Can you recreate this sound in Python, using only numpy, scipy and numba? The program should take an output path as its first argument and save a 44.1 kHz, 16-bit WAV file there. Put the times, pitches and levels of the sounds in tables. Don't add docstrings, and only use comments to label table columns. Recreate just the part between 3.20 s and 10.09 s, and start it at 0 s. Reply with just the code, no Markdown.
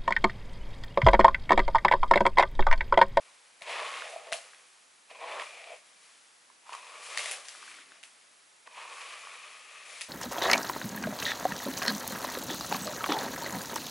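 import sys
import numpy as np
from scipy import signal
from scipy.fft import rfft, irfft, next_fast_len
from scipy.io import wavfile
from scipy.ndimage import uniform_filter1d
from numba import njit

SR = 44100
rng = np.random.default_rng(int(sys.argv[2]) if len(sys.argv) > 2 else 0)


def to_wav(sig):
    pcm = np.clip(np.atleast_2d(sig), -1, 1) * 32767
    pcm = np.round(pcm).astype(np.int16)
    wavfile.write(sys.argv[1], SR, pcm.T)


def undo_db(level):
    steps = np.asarray(level, float) / 20
    return 10 ** steps


N = 303661

# mode_hz, width_hz, level_db
CUP_AIR = [(667, 111, -0.5), (470, 136, -2.5), (780, 140, -5)]
PAD_START_HZ = 992
JERK_THUMP_DB = 14


def level(x, db):
    return x * undo_db(db) / np.sqrt(np.mean(x ** 2))


def colour(x, points):
    hz, db = np.transpose(points)
    size = next_fast_len(len(x))
    log_hz = np.log(np.arange(1, size // 2 + 2) * SR / size)
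    gain = undo_db(np.interp(log_hz, np.log(hz), db))
    return irfft(rfft(x, size) * gain, size)[:len(x)]


@njit
def svf(x, hz, width):
    y, band, low = np.empty(len(x)), 0., 0.
    for i in range(len(x)):
        g = np.tan(np.pi * hz[i] / SR)
        damping = width / hz[i]
        v = (band + g * (x[i] - low)) / (1 + g * (g + damping))
        band = 2 * v - band
        low = low + 2 * g * v
        y[i] = damping * v
    return y


def ring(x, modes):
    out = 0
    for k, (hz, width, db) in enumerate(modes):
        out = out + (-1) ** k * undo_db(db) * svf(x, np.full(N, 1. * hz), 1. * width)
    return out


def walk(rate):
    hold = int(SR / rate)
    return uniform_filter1d(np.repeat(rng.standard_normal(N // hold + 1), hold), hold)[:N]


def flicks(per_s, spread_db):
    chance, size, sign = rng.random(N), rng.exponential(size=N), rng.standard_normal(N)
    return (chance < per_s / SR) * sign * undo_db(spread_db * np.minimum(size, 4))


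def brush(plate_db, cup_db, pad_db, hiss_db, pad_hz, back_hz, pan_db, grip_db):
    # mode_hz, width_hz, level_db
    shell_modes = [(1800, 520, 5), (3370, 2500, 1)]
    # freq_hz, density_db
    strand_colour = [(300, -43.5), (800, -6.5), (2000, -0.5), (4000, -2.5), (6000, -4), (11000, -6)]
    tufts = undo_db(1.06 * walk(80) + 0.83 * walk(20))
    rows = [tufts * level(flicks(per_s=6000, spread_db=1.0), 0) for _ in range(3)]

    open_mouth = undo_db(0.51 * np.clip(cup_db - pad_db, -8, 8))
    air = open_mouth * ring(rows[0], CUP_AIR[:1]) - ring(rows[0], CUP_AIR[1:])
    air = air / np.sqrt(1 + open_mouth ** 2)
    cup = ring(air, [(625, 690, 0)]) * undo_db(0.79 * walk(66))

    pad = svf(svf(rows[1], pad_hz, 200.), pad_hz, 1200.)
    pad = pad * undo_db(0.98 * walk(60))
    back = svf(rows[1], 1.035 * back_hz, 260.)
    back = back * undo_db(np.clip(1.4 * (-43 - plate_db), 0, 9))
    plate = ring(1.11 * undo_db(grip_db) * back + ring(rows[2], shell_modes), [(2300, 1740, 0)])
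    plate = plate / np.sqrt(uniform_filter1d(plate ** 2, size=16384))

    slips = tufts ** 0.31 * level(flicks(per_s=14000, spread_db=1.0), 0)
    strands = colour(slips + 0.032 * rows[1], strand_colour)

    lean_db = 0.69 * np.array([pan_db, -pan_db]) / 2
    return (undo_db(plate_db - 0.47 + lean_db) * level(plate, 0)
            + undo_db(cup_db - 0.6) * level(cup, 0)
            + undo_db(pad_db + 0.11) * level(pad, 0)
            + undo_db(hiss_db + 2.5 + lean_db) * level(strands, 0))


def gestures():
    # time_s, drag_db, pad_seating_db, cup_mouth_opening_db, strand_slip_db
    pull_1 = [(.45, -55.5, -5, -9, -5), (.499, -37.5, -6.5, -7.5, -11), (.63, -40.5, -2, -3.5, -9),
              (.78, -42, 0, -12, -7), (.85, -45, -6.5, -2.5, -7.5), (.9, -49.5, -7.5, 2, -1),
              (1.0, -55.5, -3, 1, -2.5), (1.1, -54.5, -8, 8, -4), (1.16, -62.5, -10, 11, 0.5)]
    pull_2 = [(1.97, -60.5, -8, -2, -4), (2.02, -47.5, 1, 1.5, -11), (2.08, -42.5, -5, -3, -14),
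              (2.19, -44, 3, -3.5, -9), (2.24, -41.5, -7, -17, -10), (2.28, -52.5, -4, -5, -1.8),
              (2.42, -49.5, -11, -2, -9), (2.54, -53, -6, 1.5, -4), (2.59, -64, -8, -4, 1.5)]
    pull_3 = [(3.467, -59, 1, -17, -5), (3.535, -50.5, 1.5, -15, -1.5), (3.6, -55.5, -1.5, -12, -1),
              (3.8, -51, -0.5, -4, -2.5), (3.84, -53.5, -1, -10, 5.5), (3.955, -46, -5.5, -7.5, 0.5),
              (4.0, -40.5, -7.5, -10, 1.5), (4.13, -45, -11, -6, 2.5), (4.19, -58, -4, -0.5, 9)]
    pull_4 = [(5.51, -60, -0.5, -6, -4), (5.58, -47.5, -1.5, -13.5, -7.5), (5.68, -50.5, 0.5, -8, -4),
              (5.8, -47.5, -4, -11.5, -3.5), (6.1, -50, -3, -13.5, -4), (6.45, -54.5, -6, -14, -3),
              (6.62, -51.5, -6, -13.5, -5), (6.7, -53, -7, -7, 1.5), (6.841, -50.5, -14, -13.5, 2.5)]
    fingers = [(4.21, -58.5, -5, -11, 3.5), (4.3, -58, -2.5, -5.5, 8.5), (4.4, -58.5, -3, -12, 5.5),
               (4.48, -54, -7, -14, 2.5), (4.61, -55, -5, -21, -2.5), (4.68, -64.5, -4.5, -14, 0),
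               (4.76, -61.5, -6.5, -7.5, -0.5)]
    # left_minus_right_start_db, left_minus_right_end_db, shell_back_freedom_db
    sweeps = [
        (1.5, 0.8, -4),
        (0.6, 3.7, 2.5),
        (3.5, 2.5, -1.5),
        (0.6, 6.2, -0.5),
        (4, 2.5, -9),
    ]
    # start_s, hiss_db, fade_20db_s, body_over_hiss_db
    # (a negative fade swells up to start_s and stops short)
    grazes = [(.02, -62, 1, -3.5), (.425, -51.5, 0.05, 5.5), (1.14, -42, 0.12, -13),
              (1.24, -57.5, 0.67, -4), (1.908, -61, 0.14, 8.5), (1.952, -62, 0.07, 9.5),
              (2.66, -63, 0.5, -4.5), (2.84, -60, .7, -14), (4.845, -53, .12, -17), (4.72, -65, -0.3, -8),
              (4.95, -66.5, 1.1, -5.5), (5.474, -60.5, -0.03, 9.5)]
    land_db_per_s, lift_db_per_s = 500, 168
    pad_loaded_hz, pad_load_s = 1190, 0.33
    graze_rise = 0.18
    graze_cup_db, graze_pad_db = -6.5, -4
    back_centre_hz, back_wander = 2350, 0.027

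    t = np.arange(N) / SR
    power, weight, load, pan_db, grip_db = 1e-12, 1e-12, 0, 0, 0
    for pull, (*sweep_db, free_db) in zip((pull_1, pull_2, pull_3, pull_4, fingers), sweeps):
        s, drag_db, seat_db, mouth_db, slip_db = np.transpose(pull)
        drag = np.interp(t, s, drag_db)
        drag = drag - land_db_per_s * np.maximum(s[0] - t, 0)
        drag = drag - lift_db_per_s * np.maximum(t - s[-1], 0)
        shares = [0 * t] + [np.interp(t, s, db) for db in (mouth_db, seat_db, slip_db)]
        power = power + undo_db(drag + np.array(shares)) ** 2
        weight = weight + undo_db(drag)
        grip_db = grip_db + undo_db(drag) * free_db
        unloaded = np.exp(-np.maximum(t - s[0], 0) / pad_load_s) * (pull is not fingers)
        load = load + undo_db(drag) * unloaded
        pan_db = pan_db + undo_db(drag) * np.interp(t, s[[0, -1]], sweep_db)
    for s, db, fade_s, body_db in grazes:
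        touch_db = db - 20 * np.maximum((t - s) / fade_s, (s - t) / (graze_rise * fade_s))
        shares = np.array([[body_db], [body_db + graze_cup_db], [body_db + graze_pad_db], [0]])
        power = power + undo_db(touch_db + shares) ** 2
    plate_db, cup_db, pad_db, hiss_db = 10 * np.log10(power)
    pad_hz = pad_loaded_hz + (PAD_START_HZ - pad_loaded_hz) * load / weight
    back_hz = back_centre_hz * (1 + back_wander * walk(6))
    return plate_db, cup_db, pad_db, hiss_db, pad_hz, back_hz, pan_db / weight, grip_db / weight


def snags():
    size = 4096
    out, t = np.zeros((2, N + size)), np.arange(size) / SR
    rows = snag_rows()
    cracks = rng.standard_normal((len(rows), 2, size))
    for (s, peak_db, hz, crack_db, thump_db, pan_db), (high, broad) in zip(rows, cracks):
        shell = np.sin(2 * np.pi * hz * t) * np.exp(-t * hz / 2.7) * (1 - np.exp(-t / 0.00036))
        rattle = svf(broad, np.full(size, 0.8 * hz), 1.24 * hz)
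        rattle = 2.74 * svf(rattle, np.full(size, 1.1 * hz), 1.44 * hz)
        rattle = rattle * (np.exp(-t / 0.0024) + 0.074 * np.exp(-t / 0.012))
        crack = np.diff(high, prepend=0) * (np.exp(-t / 0.00072) + 0.2 * np.exp(-t / 0.024))
        thump = np.sin(2 * np.pi * CUP_AIR[0][0] * t) * np.exp(-t / 0.0053) * (1 - np.exp(-t / 0.0019))
        snap = 1.05 * shell + 0.44 * rattle + 1.01 * undo_db(crack_db) * crack + 1.4 * undo_db(thump_db) * thump
        i = int((s + 0.0012) * SR)
        out[:, i:i + size] += undo_db(peak_db) * snap * undo_db(np.array([[pan_db], [-pan_db]]) / 2)
    return signal.sosfilt(signal.butter(3, 420, "high", fs=SR, output="sos"), out[:, :N])


def snag_rows():
    # start_s, peak_db, ring_hz, crack_over_peak_db, left_minus_right_db
    snaps = [(.408, -44, 1880, -2, -2.5), (0.419, -28.5, 2120, -15, 2.5), (1.118, -25.5, 3030, -21, 5),
             (1.124, -18, 2000, -6, 1.5), (1.13, -17.5, 2730, -14, 3), (1.137, -24, 2550, -7, 0),
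             (3.503, -41, 2800, -8, .5), (3.536, -30, 1115, -14, -5), (3.549, -37, 3500, -4, 2.5),
             (3.973, -15, 2010, -10, 4.5), (3.981, -24, 4250, -13, -10), (3.991, -20, 2120, -11, 3),
             (4.057, -26, 2200, -5, 7), (4.111, -26, 3220, 3, 4), (4.118, -27.5, 2500, 2, -5),
             (4.283, -30, 4030, -8, 8.5), (4.29, -36, 4500, -8, -5), (4.718, -38.5, 1520, -16, 3),
             (4.829, -38.5, 2700, -3, 9), (4.835, -37.5, 2950, -5, -9), (5.472, -36.5, 1720, -14, .3),
             (6.809, -25.5, 2460, -3, 5), (6.814, -25.5, 2750, -3, -6), (6.818, -30, 3260, -19, 3)]
    # start_s, peak_db, ring_hz
    ticks = [(.719, -32, 1260), (.82, -28.5, 1410), (1.069, -37.5, 2200), (1.076, -40, 1100),
             (1.332, -42, 1600), (1.902, -41, 2620), (1.91, -39, 2300), (1.345, -42.5, 2400),
             (2.196, -24.5, 1840), (2.22, -26.5, 986), (2.416, -36, 2420), (2.44, -39, 2470),
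             (3.299, -46, 1020), (3.466, -46, 1100), (3.492, -30, 1014), (3.522, -30.5, 960),
             (3.53, -31, 2500), (3.548, -30, 1130), (4.247, -41, 1700), (4.349, -37.5, 1240),
             (4.426, -36, 1190), (4.436, -44, 1210), (4.477, -35, 1500), (4.514, -38, 1900),
             (4.541, -36, 2140), (4.586, -38, 1520), (5.475, -38, 1070), (5.577, -37.5, 920),
             (5.815, -31.5, 2420), (6.07, -34.5, 1150)]
    # start_s, peak_db
    thumps = [(.413, -40), (.934, -32), (.959, -26), (1.069, -39), (1.118, -27), (1.124, -30.5),
              (1.139, -29), (1.149, -35), (1.161, -39), (1.91, -42), (2.024, -41), (2.196, -39),
              (2.47, -42), (2.5, -37), (2.516, -35), (4.057, -40)]
    tick_crack_db, tick_scatter_db, knot_thump_db = -26, 4, -31
    rows = [(s, db, hz, crack_db, knot_thump_db, pan_db) for s, db, hz, crack_db, pan_db in snaps]
    sides = tick_scatter_db * rng.standard_normal(len(ticks))
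    for (s, db, hz), pan_db in zip(ticks, sides):
        rows.append((s, db, hz, tick_crack_db, knot_thump_db, pan_db))
    for s, db in thumps:
        rows.append((s, db - JERK_THUMP_DB, PAD_START_HZ, tick_crack_db, JERK_THUMP_DB, 0))
    return rows


def sleeve():
    middle_s, length_s, rub_db, rub_hz = 4.54, 0.24, -73, 300
    t = np.arange(N) / SR
    rub = ring(rng.standard_normal(N), [(rub_hz, 220, 0)])
    rub = ring(rub, [(rub_hz, 260, 0)]) * undo_db(2.3 * walk(30))
    return level(rub, rub_db) * np.exp(-((t - middle_s) / length_s) ** 2)


def bumps():
    # middle_s, peak_db
    jolts = [
        (.423, -60),
        (1.127, -52),
        (1.143, -62),
        (3.974, -61.5),
    ]
    t = np.arange(N) / SR
    out = 0
    for s, db in jolts:
        out = out + undo_db(db) * np.sin(2 * np.pi * 160 * (t - s)) * np.exp(-((t - s) / 0.0026) ** 2)
    return out


def room(x):
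    # freq_hz, level_db
    echo_colour = [(200, 6), (700, 1), (2500, -1), (6000, -0.5), (11000, 0)]
    t60_s, tail_db, alike = 0.2, -10.5, 0.45
    t = np.arange(int(0.6 * SR)) / SR
    mid, side = (colour(rng.standard_normal(len(t)), echo_colour) for _ in range(2))
    tail = np.sqrt(1 + alike) * mid + np.sqrt(1 - alike) * side * np.array([[1], [-1]])
    tail = tail * undo_db(-60 * t / t60_s) * np.clip((t - 0.004) / 0.0076, 0, 1)
    tail *= undo_db(tail_db) / np.sqrt(np.sum(tail ** 2) / 2)
    return signal.fftconvolve(x[None], tail, axes=1)[:, :N]


def hiss():
    # freq_hz, density_db
    floor_colour = [(15, -67), (25, -36), (210, -10), (478, -7), (760, -3.7), (1980, -2.5), (2900, -4.5),
                    (10900, -6)]
    # freq_hz, side_minus_mid_db
    floor_width = [(60, -20), (200, -9), (500, 0.5), (1100, 0.5), (2000, -3), (4000, -9.5)]
    mid, side = (colour(rng.standard_normal(N), floor_colour) for _ in range(2))
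    gain = undo_db(-61 + 2.0) / np.std(mid)
    return gain * (mid + colour(side, floor_width) * np.array([[1], [-1]]))


def narrow(x):
    # edge_hz, needed_db
    width_edges = [(3900, -67), (4700, -58), (5600, -52.5), (7000, -39.5), (8300, -38.5), (9600, -13),
                   (10300, -48.5), (11100, 0)]
    mid, side = (x[0] + x[1]) / 2, (x[0] - x[1]) / 2
    slow_power = uniform_filter1d(mid ** 2, size=8192)
    loud_db = 10 * np.log10(slow_power + 1e-12)
    burst = uniform_filter1d(mid ** 2, size=1024) > 2.5 * slow_power
    below = [colour(side, [(hz, 0), (hz * 1.02, -80)]) for hz, _ in width_edges]
    kept = below[0]
    for low, high, (_, db) in zip(below, below[1:], width_edges):
        spare_db = loud_db - db + 9.1 * walk(14)
        kept = kept + np.maximum(0.31 * burst, np.clip(spare_db, 0, 1)) * (high - low)
    return np.array([mid + kept, mid - kept])


def scene():
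    near = brush(*gestures()) + snags() + sleeve()
    near = signal.sosfilt(signal.butter(2, 92, "high", fs=SR, output="sos"), near)
    return near + room(near.mean(axis=0)) + hiss() + bumps()


def top_cut(x):
    return signal.sosfilt(signal.butter(12, 12320, fs=SR, output="sos"), x)


def record(dry):
    low_pass = signal.ellip(12, 0.2, 80, 11050, fs=SR, output="sos")
    return top_cut(signal.sosfilt(low_pass, narrow(dry)))


dry = scene()
out = record(dry)
to_wav(out)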